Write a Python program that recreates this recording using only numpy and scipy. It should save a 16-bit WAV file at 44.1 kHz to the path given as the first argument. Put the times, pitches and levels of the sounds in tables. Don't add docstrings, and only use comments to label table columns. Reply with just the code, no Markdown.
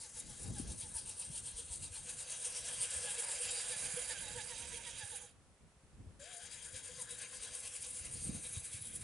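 import sys
import numpy as np
from scipy import signal
from scipy.fft import rfft, irfft
from scipy.io import wavfile
from scipy.ndimage import uniform_filter1d, map_coordinates

SR = 44100
rng = np.random.default_rng(int(sys.argv[2]) if len(sys.argv) > 2 else 0)


def inscribe(sig):
    pcm = np.round(np.clip(np.atleast_2d(sig).T, -1, 1) * 32767)
    wavfile.write(sys.argv[1], SR, pcm.astype(np.int16))


def invert_db(x):
    u = np.asarray(x, float) / 20
    return 10 ** u


N = 398223
TIME = np.arange(N) / SR
STEP = 32
COARSE = TIME[::STEP]
STOP_S, START_S = 5.3, 6.19

# start in seconds, tooth rate in Hz, how hard the drive binds from 0 to 2,
# whine in dB off its usual level.
WHEEL = [(-.2, 720, 1.8, -1), (.182, 878, 0.95, 1), (.588, 832.4, 1.06, 1.5), (.979, 891, 1.15, 2),
         (1.367, 888, 1.3, 0), (1.732, 933, 1.24, -1), (2.097, 917, 1.16, -9), (2.456, 950, 1.19, -7.5),
         (2.829, 960.4, 0.72, -14), (3.2, 930, 0.74, -13), (3.594, 814, 0.43, -10), (3.986, 832, 0.61, -5),
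         (4.399, 900, 0.72, -3), (4.76, 940, 0.38, -3), (5.147, 831, 0.58, 3), (6.34, 900, 0.79, -9),
         (6.661, 961.4, 0.97, -7), (7.008, 1009, 1.2, -8), (7.344, 1057, 0.85, -5), (7.663, 1081, 0.83, -6),
         (7.972, 1109, 0.75, -12), (8.261, 1129, 0.89, -13), (8.572, 1143, 0.81, -7),
         (8.862, 1137, 0.92, -13), (9.16, 1135, 0.79, -13)]
# time in seconds, tooth rate in Hz, whine level in dB.
SPIN_UP = [
    (6.194, 545, -62),
    (6.23, 576, -59),
    (6.27, 681, -64),
    (6.3, 743, -71),
    (6.33, 721, -64),
    (6.371, 678, -60),
    (6.409, 709, -63),
    (6.43, 697, -88),
]


def level(x, db):
    return x * invert_db(db) / np.sqrt(np.mean(x ** 2))


def band(x, hz, width_hz):
    return signal.lfilter(*signal.iirpeak(min(hz, .45 * SR), hz / width_hz, fs=SR), x)


def spread(x, pan_db):
    return x * invert_db(np.array([pan_db, -pan_db]).reshape(2, -1) / 2)


def slow(rate):
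    hold = max(int(SR / STEP / rate), 1)
    held = np.repeat(rng.standard_normal(len(COARSE) // hold + 1), hold)
    return 1.3 * uniform_filter1d(uniform_filter1d(held, hold), hold)[:len(COARSE)]


def walk(rate):
    return np.interp(TIME, COARSE, slow(rate))


def swells(s, db, length_s):
    out = np.zeros(N)
    for at, peak_db, span in zip(s, db, length_s):
        first = max(int((at - 2 * span) * SR), 0)
        last = min(int((at + 2 * span) * SR), N)
        i = np.arange(first, last)
        bump = invert_db(peak_db) * np.exp(-((i / SR - at) / (0.46 * span)) ** 2)
        out[i] = np.maximum(out[i], bump)
    return out


def facing(end_db, flank_db, flank):
    return end_db + flank * (flank_db - end_db)


def truck():
    turn, box_db, flank, fizz_db, pan_db = drive()
    tight = binds(turn)
    song, mesh_hz = whine(tight, box_db, flank)
    surge_db = 0.42 * walk(10)
    judder_db = 1.05 * walk(60) + 1.84 * walk(140)
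    rattle_db = can_level(turn, box_db, flank) + surge_db
    throb_db = box_throb(turn) + .3 * surge_db
    rattle = motor_can(mesh_hz, flank, rattle_db + judder_db)
    rattle = rattle + brush_fizz(rattle_db + fizz_db + 1.7 * judder_db)
    rattle = rattle + gearbox(mesh_hz, flank, box_db + throb_db + 0.24 * judder_db)
    rattle = rattle + chassis(mesh_hz, flank, box_db, throb_db)
    ease = invert_db(-8 * np.exp(-np.abs(TIME - START_S) / .05))
    body = shell(tight, box_db + facing(-13, -8.5, flank))
    return (rattle * ease + song + body) * running(), pan_db


def drive():
    # time in seconds, gearbox level in dB, share of the side shown from 0 to 1,
    # brush fizz in dB against the rattle, left minus right in dB.
    passing = [(0, -59.5, 0.44, -9, 1.5), (.45, -57.5, 0.36, -11.5, 2.5), (1.2, -57.5, 0.03, -9.5, 1.8),
               (1.9, -57, 0.16, -8, 1.5), (2.4, -52, 0.34, -11, .9), (3.04, -48, 0.46, -11, .1),
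               (3.5, -47.5, 0.43, -8, -1.2), (3.95, -48.5, 0.66, -5.5, -5), (4.3, -50.5, 1, -12, -6),
               (5.15, -55, 0.93, -6, -5.5), (5.3, -62.5, .97, -2.5, -4), (6.2, -56, 1, -19, 6.5),
               (6.9, -57, .9, -11.5, 4.5), (7.4, -54, .7, -9, 3), (7.75, -55, 0.37, -7, 1.9),
               (8.3, -55.5, 0.19, -6, 1.2), (9.03, -58.5, 0.32, -0.5, .3)]

    def rolled(s):
        return s - np.clip(s - STOP_S, 0, START_S - STOP_S)

    turn = np.interp(rolled(TIME), rolled(np.transpose(WHEEL)[0]), np.arange(len(WHEEL)))
    t, *columns = np.transpose(passing)
    box_db, flank, fizz_db, pan_db = (np.interp(TIME, t, c) for c in columns)
    return turn, box_db, np.clip(flank, 0, 1), fizz_db, pan_db


def running():
    coast_s, bite_s = .016, .0075
    stopping = 1 / (1 + np.exp(np.clip((TIME - STOP_S) / coast_s, -40, 40)))
    return stopping + np.clip((TIME - START_S) / bite_s, 0, 1)


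def throb(turn, shape):
    hard = np.interp(turn - .33, np.arange(len(WHEEL)), np.transpose(WHEEL)[2])
    return hard * uniform_filter1d(np.interp(turn, *np.transpose(shape), period=1), size=700)


def can_level(turn, box_db, flank):
    # share of the wheel turn, level in dB.
    swell = [(.02, 5), (.16, -6), (.31, 4.5), (.44, -7.5), (.57, 3.5), (.74, -2.5), (.81, -1.2),
             (.87, -3.5)]
    return box_db + facing(10.5, 3, flank) + throb(turn, swell)


def box_throb(turn):
    # share of the wheel turn, level in dB.
    swell = [(.005, 3.5), (.15, -4.5), (.31, 2.5), (.47, -3.5), (.63, 3), (.83, -4.5)]
    return throb(turn, swell)


def teeth(at, period, grind):
    timing, force = rng.random((2, len(at)))
    late = (.35 * timing * period).astype(int)
    knocks = np.zeros(N)
    knocks[np.minimum(at + late, N - 1)] = invert_db(np.minimum(-2.0 * np.log(1 - force), 13))
    return level(knocks - knocks.mean(), 0) + grind * rng.standard_normal(N)


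def ring(modes, mesh_hz, flank, grind):
    at = np.flatnonzero(np.diff(np.floor(np.cumsum(mesh_hz / SR))))
    gains = [invert_db(facing(end_db, flank_db, flank)) for _, _, end_db, flank_db in modes]
    total = np.sqrt(sum(g ** 2 for g in gains))
    out = 0
    for (hz, width_hz, *_), gain in zip(modes, gains):
        struck = teeth(at, SR / mesh_hz[at], grind)
        tone = level(band(struck, hz, width_hz), 0)
        tone = level(band(tone, hz, 2.4 * width_hz), 0)
        flicker_db = 1.0 * slow(3) + 2.3 * slow(35)
        out = out + tone * np.interp(TIME, COARSE, gain / total * invert_db(flicker_db))
    return out


def motor_can(mesh_hz, flank, can_db):
    # resonance in Hz, width in Hz, level end-on in dB, level from the side in dB.
    modes = [(8774, 360, 3, 0.5), (9440, 460, 0.5, -1), (9960, 540, -10.5, -2.5), (7780, 1230, -2, -4.5),
             (8660, 3500, -3.5, 1.5)]
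    return ring(modes, mesh_hz, flank[::STEP], grind=1.5) * invert_db(can_db - 2.0)


def brush_fizz(fizz_db):
    fizz = level(band(band(rng.standard_normal(N), 10600, 2100), 10230, 2200), 0)
    return fizz * invert_db(fizz_db + 2.1 * walk(30) + 1.2 * walk(70))


def gearbox(mesh_hz, flank, box_db):
    # resonance in Hz, width in Hz, level end-on in dB, level from the side in dB.
    modes = [(3816, 180, -5.5, -0.7), (3250, 400, -4, -2), (2743, 450, -1.1, -6.5), (2386, 610, -8, -1),
             (4764, 510, -2, -0.5), (4225, 270, -4, -11.5), (5690, 620, -0.5, -8), (6440, 530, 2.5, 0.5),
             (7150, 250, -4, 0.5)]
    tail_s, tail_turn_s, tail_share = 8.1, .3, 0.59
    open_side = flank[::STEP] + tail_share * np.clip((COARSE - tail_s) / tail_turn_s, 0, 1)
    return ring(modes, mesh_hz, open_side, grind=2.9) * invert_db(box_db - 1.02 + 1.27 * walk(45))


def chassis(mesh_hz, flank, box_db, throb_db):
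    # resonance in Hz, width in Hz, level end-on in dB, level from the side in dB.
    modes = [(1628, 228, 0, 0.5), (1300, 320, -2.5, -12), (2067, 180, -3, -9), (900, 440, -2, -10.5),
             (612, 160, -5, -10.5)]
    near_boom_db = 0.25 * (box_db + 55)
    frame_db = box_db + facing(-11.5, -8.5, flank) + near_boom_db
    return ring(modes, mesh_hz, flank[::STEP], grind=3.1) * invert_db(frame_db + 0.6 * throb_db)


def binds(turn):
    # share of the wheel turn, tooth rate in Hz off the mean, sag in Hz, whine in dB, shell in dB.
    spots = [
        (-.02, -5, 130.2, 0, -1.7),
        (.31, 5, 89.6, -2.5, -3.5),
        (.68, 5, 129.4, -.4, -5),
    ]
    share, off_hz, sag_hz, whine_db, shell_db = np.tile(np.transpose(spots), len(WHEEL))
    turns = np.arange(len(WHEEL))
    place = np.repeat(turns, len(spots)) + share
    s = np.interp(place, turn, TIME)
    _, hz, _, sing_db = np.transpose(WHEEL)
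    moving = (s < STOP_S) | (s > SPIN_UP[-1][0])
    keep = (place > turn[0]) & (place < turn[-1]) & moving
    hz = np.interp(place, turns, hz) + off_hz
    whine_db = np.interp(place, turns, sing_db) + whine_db
    return np.array([s, hz, sag_hz, whine_db, shell_db])[:, keep]


def whine(tight, box_db, flank):
    # time in seconds, tooth rate in Hz, sag in Hz, whine in dB, octave in dB.
    strains = np.transpose([(.458, 808, 160, -67, -75), (.576, 809, 120, -61, -63),
                            (.973, 900, 120, -62, -82), (5.144, 830, 200, -60.5, -61),
                            (1.978, 886, 140, -64, -82), (2.811, 982, 161, -63, -73),
                            (3.088, 830, 40, -61, -53), (3.289, 932, 81, -62, -65),
                            (3.49, 775, -75, -63, -71), (3.573, 810, 78, -64, -77),
                            (3.734, 877, 80, -63, -51.5), (4.028, 799, 120, -78, -63),
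                            (4.113, 900, 100, -58, -52), (4.164, 791, 96, -69, -54),
                            (4.243, 900, 96, -63, -67), (4.29, 829, 5, -58, -63),
                            (4.392, 888, 160, -54, -53), (4.524, 934, 118, -56.5, -55),
                            (4.64, 929, 5, -64, -68), (4.722, 968, 40, -62.5, -63),
                            (4.789, 921, 5, -60.5, -69), (4.877, 951, 80, -60.5, -56.5),
                            (5.025, 853, 120, -60, -54), (7.006, 999, 210, -61.5, -68)])
    s, hz, sag_hz, db, _ = tight
    chance = rng.standard_normal((2, len(s)))
    tone_db = np.interp(s, TIME, box_db + facing(-11, -8, flank)) + db + 2.4 * chance[0]
    octave_db = np.interp(s, TIME, box_db + facing(-22, -11, flank)) + db + 3.4 * chance[1]
    calm = np.abs(s[:, None] - strains[0]).min(axis=1) > .055
    usual = np.array([s, hz + 11 * chance[1], sag_hz, tone_db, octave_db])[:, calm]
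    s, hz, sag_hz, tone_db, octave_db = np.hstack([usual, strains])
    span = np.full(len(s), .049)
    t, up_hz, up_db = np.transpose(SPIN_UP)
    knots = np.r_[s - span / 2, s + span / 2, t]
    knot_hz = np.r_[hz + sag_hz / 2, hz - sag_hz / 2, up_hz]
    order = np.argsort(knots)
    mesh_hz = np.interp(TIME, knots[order], knot_hz[order])
    mesh_hz = uniform_filter1d(mesh_hz, size=400) * (1 + .006 * walk(60))
    angle = 2 * np.pi * np.cumsum(mesh_hz) / SR
    pull = uniform_filter1d(invert_db(np.interp(TIME, t, up_db, left=-120, right=-120)), size=500)
    order = np.argsort(s)
    hum_db = np.interp(TIME, s[order], tone_db[order]) + facing(-18.5, -10.5, flank) + 3.4 * walk(18)
    hum = invert_db(hum_db) * ((TIME < t[0]) | (TIME > t[-1]))
    tone = (np.maximum(swells(s, tone_db, span), hum) + pull) * np.sin(angle)
    overtones = np.sin(2 * angle) + 0.43 * np.sin(4 * angle)
    tone = tone + swells(s, octave_db, 0.77 * span) * overtones
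    return np.sqrt(2) * tone * invert_db(1.55 * walk(70)), mesh_hz


def shell(tight, body_db):
    # time in seconds, boom level in dB.
    jolts = [(1.596, -59.5), (2.085, -64), (2.469, -58), (2.854, -61.5), (3.048, -54.5), (3.193, -50.5),
             (3.411, -53), (3.537, -58), (3.712, -54), (3.981, -45.5), (4.116, -58), (4.365, -52),
             (4.744, -56), (6.75, -59), (6.899, -58), (6.995, -58.5), (7.129, -59.5), (7.877, -64),
             (8.296, -63), (8.46, -65)]
    shell_hz, width_hz, jolt_s = 491.3, 39, 0.03
    s, _, _, _, shell_db = tight
    light_db = np.interp(s, TIME, body_db) + shell_db + 2.6 * rng.standard_normal(len(s))
    s, db = np.hstack([[s, light_db], np.transpose(jolts)])
    note = np.sqrt(2) * np.sin(2 * np.pi * np.cumsum(shell_hz + 14 * walk(25)) / SR)
    buzz = level(band(band(rng.standard_normal(N), shell_hz, width_hz), shell_hz, 194), 0)
    return note * swells(s, db, np.full(len(s), jolt_s)) + buzz * invert_db(body_db - 8.0)


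def trail(x, pan_db):
    # time in seconds, delay of the bounce in milliseconds.
    ground = [(0, 0.16), (2.2, .27), (2.6, .37), (4, 0.42), (5.3, .29), (6.2, .57), (7.1, 0.576),
              (7.4, 0.34), (9.03, 0.54)]
    s, lag_ms = np.transpose(ground)
    place = np.arange(N) - np.interp(TIME, s, lag_ms) * SR / 1000
    share = 0.17
    bounce = map_coordinates(x, [place], order=3, mode="nearest")
    x = (x + share * bounce) / np.sqrt(1 + share ** 2)
    tail = np.arange(8000) / SR
    returns = rng.standard_normal((2, len(tail))) * np.exp(-tail / 0.032) * (tail > .001)
    returns = signal.lfilter([.6], [1, -.45], returns)
    returns = returns / np.sqrt(np.sum(returns ** 2, axis=1, keepdims=True))
    wet = signal.fftconvolve(x[None], returns, axes=1)[:, :N]
    return spread(x, pan_db) + invert_db(-12.5 + np.array([pan_db, -pan_db]) / 5) * wet


def breeze():
    # time in seconds, rumble level in dB.
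    gusts = [(0, -70.5), (.53, -52), (.68, -55), (1.16, -63), (1.78, -59.5), (2.34, -67), (3.87, -63),
             (4.7, -60), (5.3, -67.5), (5.83, -69), (6.06, -57.5), (6.28, -73), (6.49, -63.5), (7.87, -69),
             (8.33, -49), (8.5, -62.5), (8.7, -60), (9.03, -57)]
    rumble_db = np.interp(TIME, *np.transpose(gusts))
    flutter_db = -9.5 + 0.47 * (rumble_db + 62.5)
    side = np.array([[1], [-1]])
    lumps_db = 3 * walk(25)
    eddies = rng.standard_normal((4, N))
    low = [level(band(band(e, 80, 127), 60, 135), 0) for e in eddies[:2]]
    high = [level(band(band(band(e, 164, 210), 204, 350), 224, 400), 0) for e in eddies[2:]]
    rumble = (low[0] + .42 * side * low[1]) * invert_db(rumble_db + lumps_db)
    flutter_db = rumble_db + np.minimum(flutter_db, 3) - 6.5 + 0.64 * lumps_db + 3.3 * walk(40)
    flutter = (high[0] + 1.1 * side * high[1]) * invert_db(flutter_db)
    return spread(rumble + flutter, 1.2 * walk(3.02)) + buffets()


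def buffets():
    # time in seconds, peak level in dB, pitch in Hz, left minus right in dB.
    puffs = [(0.472, -41, 121, 1), (0.59, -36.5, 254, 5), (0.67, -43, 59.7, 5), (0.827, -49, 78.4, 2),
             (0.94, -48.5, 73.6, -6), (1.289, -47, 139, 4), (1.525, -50.5, 48.4, 3),
             (1.695, -48.5, 67.6, 6), (1.894, -49.5, 83.8, 4), (2.79, -53, 121, -1.0), (2.95, -53, 70, .5),
             (3.753, -56, 119.5, 4), (3.93, -47, 150, -8), (4.365, -48, 95, 1.0),
             (5.025, -49.5, 99.7, -5.5), (5.757, -59, 70.0, -0.5), (5.935, -53, 72.7, -4),
             (6.059, -46.5, 79, 3), (6.2, -64, 75.7, -2.0), (6.725, -52.5, 79.6, -5),
             (6.966, -53.5, 132.2, -0.5), (7.633, -58, 90.1, 0.0), (7.995, -53, 72.8, 6),
             (8.187, -54, 70.5, 2), (8.284, -35, 205.6, -8), (8.34, -42, 190, -4), (8.559, -39, 96.2, 3),
             (8.733, -46, 99.9, 1.5), (8.801, -49, 104.6, -3)]
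    out = np.zeros((2, N))
    for s, db, hz, lean_db in puffs:
        cycles = np.arange(int(2.5 * SR / hz)) * hz / SR
        swell = cycles * np.exp(1 - cycles / 0.68) / 0.55
        puff = invert_db(db - 0.5) * np.sin(2 * np.pi * cycles) * swell
        i = int((s + 0.008) * SR)
        out[:, i:i + len(puff)] += spread(puff, lean_db)[:, :N - i]
    return out


def leaves():
    # pitch in Hz, level in dB per Hz.
    colour = [(250, -28.5), (430, -23), (1000, -27), (2000, -32), (4500, -38), (7000, -36.5), (9200, -32.5),
              (11000, -38)]
    hz = np.maximum(np.fft.rfftfreq(N, 1 / SR), 1)
    at, db = np.transpose(colour)
    shape = invert_db(np.interp(np.log(hz), np.log(at), db, left=-80))
    mid, side = rfft(rng.standard_normal((2, N))) * shape
    side = side * np.clip(hz / 3000, .25, .75)
    hiss = irfft(np.array([mid + side, mid - side]), N)
    return level(hiss, -68.5) * invert_db(.6 * walk(2.6))


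def scene():
    return trail(*truck()) + breeze() + leaves()


def top_cut(x):
    return signal.sosfilt(signal.butter(12, 11480, fs=SR, output="sos"), x)


def record(dry):
    heard = signal.sosfilt(signal.butter(2, 18, "high", fs=SR, output="sos"), dry)
    heard = signal.sosfilt(signal.ellip(12, .3, 70, 10990, fs=SR, output="sos"), heard)
    heard = .065 * np.tanh(heard / .065)
    return top_cut(heard)


dry = scene()
out = record(dry)
inscribe(out)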